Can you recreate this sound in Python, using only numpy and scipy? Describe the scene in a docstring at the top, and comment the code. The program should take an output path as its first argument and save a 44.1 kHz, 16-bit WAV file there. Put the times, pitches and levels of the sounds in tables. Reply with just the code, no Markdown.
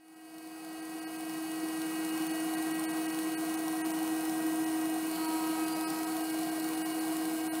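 """Two-stage compressor on a desk

A home-made two-stage centrifugal compressor runs almost steadily, fading in over two seconds; one microphone
channel, with no distance or room added. The faster shaft hums and whines on its multiples, the other stage
adds weak tones, and filtered noise makes the air rush through the housings, with a rough warble. Faint quick
ticks ring on top; the whine swells and a buzz joins it for about a second, and the rush drops out now and then."""
import sys
import numpy as np
from scipy import signal
from scipy.fft import rfft, irfft
from scipy.io import wavfile

SR = 44100
rng = np.random.default_rng(int(sys.argv[2]) if len(sys.argv) > 2 else 0)


def master(y):
    """Save y as 16-bit WAV."""
    cut = np.clip(np.atleast_2d(y).T, -1, 1)
    pcm = np.round(cut * 32767)  # scale
    wavfile.write(sys.argv[1], SR, pcm.astype(np.int16))


N = 335160
T = np.arange(N) / SR

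# Rush of air, shape of its spectrum. Each row: frequency in Hz, relative density in dB.
AIR = [(40, -38), (60, -28), (110, -23), (165, -15.5), (330, -14), (570, -17), (1050, -13.5), (1700, -20.5),
       (2900, -23.5), (5000, -25), (7700, -25.5), (8600, -21), (11000, -21.5), (13300, -27), (15800, -24.5)]
# Resonances of the housings and the pipe between them. Each row: frequency in Hz, width in Hz, relative peak in dB.
HOUSING = [(163, 25, -7), (228, 30, -12), (411, 25, -8), (672, 45, -5), (745, 45, -4), (802, 28, -4.5),
           (1040, 45, -6), (1105, 40, -10), (1235, 40, -13), (1440, 70, -14), (1545, 50, -14),
           (1885, 70, -13), (2090, 70, -22), (2270, 55, -18), (2390, 70, -21), (2560, 90, -20),
           (3000, 70, -18), (3930, 200, -26), (4280, 120, -23), (4620, 130, -27), (5250, 170, -26),
           (5650, 220, -26), (6500, 160, -24), (8740, 250, -20.5), (10940, 160, -18), (14280, 350, -23)]
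# Brief drop-outs of the rush. Each row: centre in seconds, length in seconds, depth in the treble in dB.
DROPS = [(0.152, 0.012, 15), (0.814, 0.011, 18), (1.006, 0.011, 15), (1.059, 0.028, 23), (1.176, 0.009, 17),
         (2.115, 0.01, 17), (2.287, 0.01, 17), (2.328, 0.01, 15), (2.562, 0.013, 17), (2.734, 0.011, 15),
         (2.872, 0.026, 29), (2.925, 0.008, 19), (3.075, 0.011, 16), (3.117, 0.01, 16), (3.363, 0.028, 25),
         (3.566, 0.012, 15), (3.832, 0.025, 28), (3.928, 0.013, 16), (4.654, 0.012, 17), (5.272, 0.012, 18),
         (5.656, 0.01, 14), (5.743, 0.01, 14), (5.858, 0.031, 22), (6.059, 0.013, 14), (6.231, 0.011, 14),
         (6.318, 0.01, 14), (6.509, 0.011, 18), (6.616, 0.008, 18), (6.765, 0.009, 16), (6.839, 0.029, 18),
         (6.936, 0.009, 13), (7.0, 0.01, 16), (7.426, 0.01, 14), (7.502, 0.044, 29)]
# Level of the warble. Each row: time in seconds, level in dB.
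WARBLE = [(1, -45.5), (2.2, -52.5), (2.53, -45.5), (2.75, -50), (3.05, -45.5), (3.17, -52), (3.4, -47.5),
          (4.9, -47), (4.968, -39), (5.005, -63), (5.1, -49), (5.75, -45), (5.96, -51), (6.2, -42),
          (6.32, -51), (6.44, -41.5), (6.6, -47), (7.6, -46)]
# Tones of the other stage. Each row: frequency in Hz, level in dB, unsteadiness in Hz.
TONES = [(184, -61, 4), (481, -55, 4), (1437, -69, 6), (2272, -70, 8), (2391, -70.5, 6), (2998, -67, 7),
         (3951, -73, 8), (4269, -69, 8), (6503, -72, 10)]
# Ticks with their own levels, mostly the stronger ones; faint ticks fill the time between. Each row: start in
# seconds, relative level in dB.
TICKS = [(0.082, 2.5), (0.341, -2), (0.383, 4), (0.473, 0), (0.648, 3), (0.689, -4), (0.853, -1),
         (0.983, -1), (1.207, 1.5), (1.296, 3), (1.336, 0), (1.516, -2), (1.686, -1), (1.818, 2),
         (2.049, 1), (2.091, -3), (2.177, 2), (2.267, 0), (2.402, 0), (2.538, 0), (2.583, -2), (2.625, 0),
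         (2.795, 3), (2.839, 2.5), (3.146, -2), (3.189, 5.5), (3.32, -2), (3.495, 0), (3.541, 1),
         (3.592, -2), (3.681, 0), (3.86, 0), (3.905, 0), (3.989, -3), (4.03, -2), (4.077, -1), (4.208, -1),
         (4.252, 2), (4.296, 1), (4.466, 1), (4.513, -3), (4.558, -3), (4.6, -6), (4.856, -1), (5.069, -3),
         (5.113, 0), (5.159, 0), (5.246, -2), (5.337, -4), (5.472, 0), (5.553, -4), (5.682, 3), (5.81, 2),
         (5.902, 3), (5.989, 0), (6.032, 1), (6.167, 2), (6.208, 2), (6.3, 0), (6.343, -2), (6.389, 0),
         (6.432, -1), (6.599, 1), (6.643, 1), (6.689, 0), (6.734, 0.5), (6.859, -4), (6.903, 0), (7.125, 1),
         (7.168, 2), (7.254, 2), (7.553, -0.5)]
# What the ticking rings with. Each row: frequency in Hz, 60 dB decay time in seconds, relative level in dB.
TICK_MODES = [(4400, .003, -2), (5700, .010, -5), (7200, .002, -1), (8750, .010, 3.5), (11500, .002, 6),
              (14200, .003, 7.5)]
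# What the buzz rings with. Each row: frequency in Hz, 60 dB decay time in seconds, relative level in dB.
BUZZ_MODES = [(2200, .007, -5), (3050, 0.0052, 33), (4230, 0.0046, 29), (4900, 0.0073, -21),
              (10800, .003, 5)]
# Hum of the unbalanced shaft, before its trim. Each row: time in seconds, level in dB.
HUM = [(1.4, -36), (2.2, -35.5), (3.75, -35.5), (4.12, -34.5), (4.3, -36.5), (4.5, -33), (4.9, -34),
       (5.15, -36), (5.5, -34.5), (5.95, -36.5), (6.3, -36), (7.6, -35)]
# Brief jolts of the hum. Each row: centre in seconds, rise in dB.
JOLTS = [(1.38, 4.5), (1.637, 7.5), (1.86, 2), (3.868, 5), (4.03, 2.5), (4.125, 2.5), (4.285, 5.5),
         (5.345, 3.5), (5.498, 4.5), (5.63, 4)]
# Whine lines, before their trim. Each row: multiple of the shaft speed, level in dB,
# change once the shaft has settled in dB, change at full swell in dB.
WHINE = [(2, -68, 1, 0), (5, -54, -1, 2), (7, -59, -4, 6), (10, -70, -10, 9), (11, -73, -1, 6),
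         (12, -70, 0, 2), (13, -66, 1, 5), (17, -80, -3, 14), (18, -81, 5, 5), (20, -64, 1, -7),
         (21, -74, -2, 9), (22, -69, -5, -1), (23, -69, 4, 3), (24, -69, -1, 0), (25, -62, -1, 4),
         (26, -62, -14, 4), (27, -63, 5, -3), (28, -59, 0, 0), (29, -62, -4, -13), (30, -57, 0, -1),
         (31, -63, 2, 0), (32, -66, -3, 4), (33, -70, -1, 3), (34, -59, -1, 6), (35, -65, -3, 7),
         (36, -70, 8, 4), (37, -72, 4, 1), (38, -70, 8, 1), (39, -63, -3, 2), (40, -71, 1, 4),
         (41, -68, -2, -1), (44, -66, -2, 1), (45, -67, 5, 2), (46, -72, 2, 0), (47, -65, 1, 2),
         (48, -61, -2, 1)]
# Leading whine lines, which swell and fade in turn, before their trim; each is named for its multiple
# of the shaft speed. Each row: time in seconds, level in dB.
THIRD = [(1, -59), (3.4, -58), (3.8, -54), (4.3, -56.5), (4.75, -49), (5.05, -59), (5.27, -42),
         (5.7, -48.5), (6.1, -50.5), (6.4, -59.5), (7.6, -58)]
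FOURTH = [(1, -55.5), (2.2, -58.5), (3.8, -57.5), (5.05, -62), (5.25, -48), (5.7, -49.5), (6.15, -51.5),
          (6.4, -63), (7.6, -65)]
SIXTH = [(1, -53), (2.9, -52.5), (4.9, -53.5), (5.35, -64), (5.65, -62), (5.9, -55.5), (6.3, -59)]
EIGHTH = [(1, -54), (2.8, -57), (4.9, -58.5), (5.75, -53), (6.4, -64)]
NINTH = [(1, -56), (2, -54), (4.5, -59.5), (5.45, -53.5), (6, -63), (6.25, -55), (7.6, -57)]
FOURTEENTH = [(1.3, -57), (3.6, -59.5), (4.85, -74), (5.15, -55.5), (5.75, -62), (6, -60), (6.25, -57),
              (7, -58), (7.6, -66)]
FIFTEENTH = [(1, -59), (3.4, -74), (3.9, -77), (4.8, -77), (5.15, -61), (5.5, -73), (5.72, -53), (6, -64),
             (7, -62.5), (7.6, -67)]
SIXTEENTH = [(2, -65), (3, -71), (4.5, -63.5), (5.7, -70), (5.9, -56.5), (6.15, -65), (6.35, -62),
             (6.8, -66), (7.6, -62)]
# The leading lines together. Each row: multiple of the shaft speed, level curve.
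LEADERS = [(3, THIRD), (4, FOURTH), (6, SIXTH), (8, EIGHTH), (9, NINTH), (14, FOURTEENTH), (15, FIFTEENTH),
           (16, SIXTEENTH)]

# the shaft sags a little from its first speed, then holds (turns per second)
START_HZ, SAG_HZ_PER_S, SETTLED_HZ = 318.76, 0.15, 318.03
# when the shaft settles under its load, and how long that takes (s)
SETTLE_AT_S, SETTLE_S = 3.34, 0.62
# the whine surges once, and a share of the surge lingers
SURGE_AT_S, SURGE_ATTACK_S, SURGE_HOLD_S, SURGE_RELEASE_S = 5.03, 0.12, 0.33, 0.91
LINGER_SHARE = 0.68
# straight fade-in from a small opening (share 0-1)
FADE_S, OPENING = 2.31, 0.045
JOLT_S = 0.01
TICK_HZ = 22.85  # ticks per second
TOP_HZ = 15700


def undb(db):
    """Decibels to gain."""
    return 10 ** (np.asarray(db) / 20)


def curve(rows):
    """Rows of (s, value) joined by straight lines."""
    return np.interp(T, *np.transpose(rows))


def unit(x):
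    """Scale to rms 1."""
    return x / np.sqrt(np.mean(x ** 2))


def noise(gain_at):
    """Noise of rms 1 whose spectrum follows a function of frequency."""
    hz = np.arange(N // 2 + 1) * SR / N + 1e-3  # kept off zero for logarithms
    spectrum = rfft(rng.standard_normal(N))
    return unit(irfft(spectrum * gain_at(hz), N))


def walk(rate_hz):
    """Slow chance of spread 1, with little above the given rate."""
    return noise(lambda hz: 1 / (1 + (hz / rate_hz) ** 2))


def throb(rate_hz):
    """Chance of spread 1 that swings at about the given rate."""
    return noise(lambda hz: 1 / (1 + (2 * np.log(hz / rate_hz)) ** 4))


def turns_of(hz):
    """Turns made so far at a moving speed."""
    return np.cumsum(hz) / SR


def split(x, edge_hz=3050):
    """The parts of a sound below and above an edge."""
    low = signal.sosfiltfilt(signal.butter(8, edge_hz, fs=SR, output="sos"), x)
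    return low, x - low


def bell(x):
    """Smooth bump of height 1 from a squared or steeper distance."""
    return np.exp(-np.minimum(x, 20))


def ring_of(modes):
    """Twenty milliseconds of a struck part's ring: a sum of dying sines."""
    age = T[:SR // 50]
    ring = 0
    for hz, t60, db in modes:
        decay = np.exp(-np.log(1000) * age / t60)
        ring = ring + undb(db) * decay * np.sin(2 * np.pi * hz * age)
    return ring


def settled():
    """How far the shaft has settled under its load, 0-1."""
    return np.clip((T - SETTLE_AT_S) / SETTLE_S, 0, 1)


def swell_of(rest=0):
    """Strength of the surge, 0-1: it rises, holds and falls back to a resting share."""
    rise = np.clip((T - SURGE_AT_S) / SURGE_ATTACK_S, 0, 1)
    fall = np.clip((T - SURGE_AT_S - SURGE_ATTACK_S - SURGE_HOLD_S) / SURGE_RELEASE_S, 0, 1)
    return rise * np.maximum(1 - fall, rest)


def drop_outs(stretch=1):
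    """Depth in dB of the rush's drop-outs, flat-bottomed with soft edges."""
    depth = 0
    for s, length, depth_db in DROPS:
        distance = 2 * (T - s) / (stretch * length)
        depth = np.maximum(depth, depth_db * bell(distance ** 4))
    return depth


def rush(turns, air_db=-45.5, ring_db=-47.0):
    """Turbulent air hisses and rings the housings; the impeller chops the hiss once a turn."""
    points_hz, points_db = np.transpose(AIR)

    def air_gain(hz):
        low_cut = hz / np.hypot(hz, 55)
        return undb(np.interp(np.log(hz), np.log(points_hz), points_db)) * low_cut

    def housing_gain(hz):
        return sum(undb(db) / (1 + (2 * (hz - f) / width) ** 2) for f, width, db in HOUSING)

    body, hiss = split(undb(air_db) * noise(air_gain) + undb(ring_db) * noise(housing_gain))
    flow = undb(0.3 * walk(5))
    chop = 1 + 0.29 * np.cos(2 * np.pi * turns)
    return flow * body, flow * hiss * chop


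def warble(centre_hz=720, spread_hz=30, wobble_hz=36, beads_db=3.0, beads_hz=30):
    """The flow through the volute sings a rough note that wobbles in pitch and comes in quick beads."""
    tone = np.sin(2 * np.pi * turns_of(centre_hz + spread_hz * walk(wobble_hz)))
    beads = undb(beads_db * throb(beads_hz))
    return undb(curve(WARBLE)) * unit(tone * beads)


def other_stage(waver_db=3.0):
    """The other stage sings a few weak tones, unsteady in level and pitch."""
    out = 0
    for hz, db, unsteady_hz in TONES:
        strength = undb(db + waver_db * walk(16))
        out = out + strength * np.sin(2 * np.pi * turns_of(hz + unsteady_hz * walk(20.1)))
    return np.sqrt(2) * out


def ticking(tick_db=-38, burst_s=0.0012, crack_db=10):
    """Something loose in the drive ticks nearly evenly; each tick is a tiny scrape into a few modes."""
    faint_db, tail_share, tail_s = -5, 0.45, 0.005
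    hits = np.zeros(N)
    ends = [row[0] for row in TICKS[1:]] + [T[-1]]
    for (s, db), next_s in zip(TICKS, ends):
        # faint ticks fill the time up to the next listed one
        count = max(round((next_s - s) * TICK_HZ), 1)
        beats = np.linspace(s, next_s, count, endpoint=False)
        hits[(beats * SR).astype(int)] = undb(faint_db)
        hits[int(s * SR)] = undb(db)
    age = T[:SR // 50]
    contact = np.exp(-np.square(age / burst_s)) + tail_share * np.exp(-age / tail_s)
    contact = contact / np.sqrt(np.sum(contact ** 2))
    scrape = signal.fftconvolve(hits, contact)[:N] * rng.standard_normal(N)
    crack = split(scrape, edge_hz=7800)[1]
    ringing = signal.fftconvolve(scrape, ring_of(TICK_MODES))[:N]
    return undb(tick_db) * (ringing + undb(crack_db) * crack)


def buzz(turns, swell, buzz_db=-53, scatter_db=4):
    """In the swell a loose part chatters against the housing on every second turn."""
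    taps = np.diff(np.floor(turns / 2), prepend=0) * undb(scatter_db * rng.standard_normal(N))
    chatter = unit(signal.fftconvolve(taps, ring_of(BUZZ_MODES))[:N])
    return undb(buzz_db) * swell * chatter


def hum(turns, drop_db, trim_db=1.0, flutter=0.12, flutter_hz=45, sway=0.088, drop_share=0.071):
    """The unbalanced rotor shakes the desk once a turn; the tone flutters, throbs and jolts now and then."""
    jolt_db = sum(db * bell(np.square((T - s) / JOLT_S)) for s, db in JOLTS)
    # the sign turns over as the shaft settles, so the throb rests briefly on the way
    throb_db = (-0.83 + 1.53 * settled()) * throb(11)
    level_db = curve(HUM) + trim_db + jolt_db + throb_db - drop_share * drop_db
    strength = undb(level_db) * (1 + flutter * walk(flutter_hz))
    return np.sqrt(2) * strength * np.sin(2 * np.pi * turns + sway * walk(flutter_hz))


def whine(turns, drop_db, trim_db=-0.6, leading_db=-0.47, wander_db=-0.2, flicker_db=2.0, bared_db=3.5):
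    """Blades and commutator sound on shaft multiples; load and surge shift their balance, each wavers."""
    faint_db, chance_db, full_drop_db, low_order = -62, 4, 12, 9
    waver_db = wander_db * walk(1.1) + flicker_db * walk(18.6)
    load, swell = settled(), swell_of(LINGER_SHARE)
    lines = []
    for order, db, load_db, swell_db in WHINE:
        lines.append((order, trim_db + db + load_db * load + swell_db * swell))
    for order, rows in LEADERS:
        lines.append((order, leading_db + curve(rows)))
    drop_times = np.array(DROPS)[:, 0]
    drop_samples = (drop_times * SR).astype(int)
    nearest_drop = np.searchsorted((drop_times[1:] + drop_times[:-1]) / 2, T)
    bared = bared_db * np.minimum(drop_db / full_drop_db, 1)
    out = 0
    for order, line_db in lines:
        start, shift = rng.random(), rng.integers(N)
        # low lines and a few strong ones, picked anew by chance, stand out in a gap; the rest drop out too
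        stays = line_db[drop_samples] + chance_db * rng.standard_normal(len(DROPS)) > faint_db
        gap_db = np.where(stays[nearest_drop] | (order <= low_order), bared, -drop_db)
        # each line takes the same wavering from its own place
        strength = undb(line_db + np.roll(waver_db, shift) + gap_db)
        out = out + strength * np.sin(2 * np.pi * (order * turns + start))
    return np.sqrt(2) * out


def scene(whine_rise=0.94, hum_rise=0.97, low_share=0.1, mid_stretch=0.63):
    """Rush, ticking, hum and whine fade in together, the whine a little ahead."""
    speed_hz = np.maximum(START_HZ - SAG_HZ_PER_S * T, SETTLED_HZ)
    turns = turns_of(speed_hz + 0.1 * walk(15) + 0.1 * walk(1))
    drop_db = drop_outs()
    body, hiss = rush(turns)
    low, mid = split(body + other_stage() + warble(), edge_hz=860)
    # the drop-outs are as deep in the middle as in the treble but shorter, and barely touch the lows
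    air = low * undb(-low_share * drop_db) + mid * undb(-drop_outs(mid_stretch))
    air = air + (hiss + ticking()) * undb(-drop_db)
    fade = np.minimum(OPENING + T / FADE_S, 1)
    rotor = fade ** hum_rise * hum(turns, drop_db) + fade ** whine_rise * whine(turns, drop_db)
    chatter = buzz(turns, swell_of()) * undb(-drop_db)
    return (rotor + chatter + fade * air)[None]


def record(dry):
    """The recorder cuts the top with a steep low-pass."""
    return signal.sosfilt(signal.ellip(12, 0.1, 80, TOP_HZ, fs=SR, output="sos"), dry)


dry = scene()
out = record(dry)
master(out)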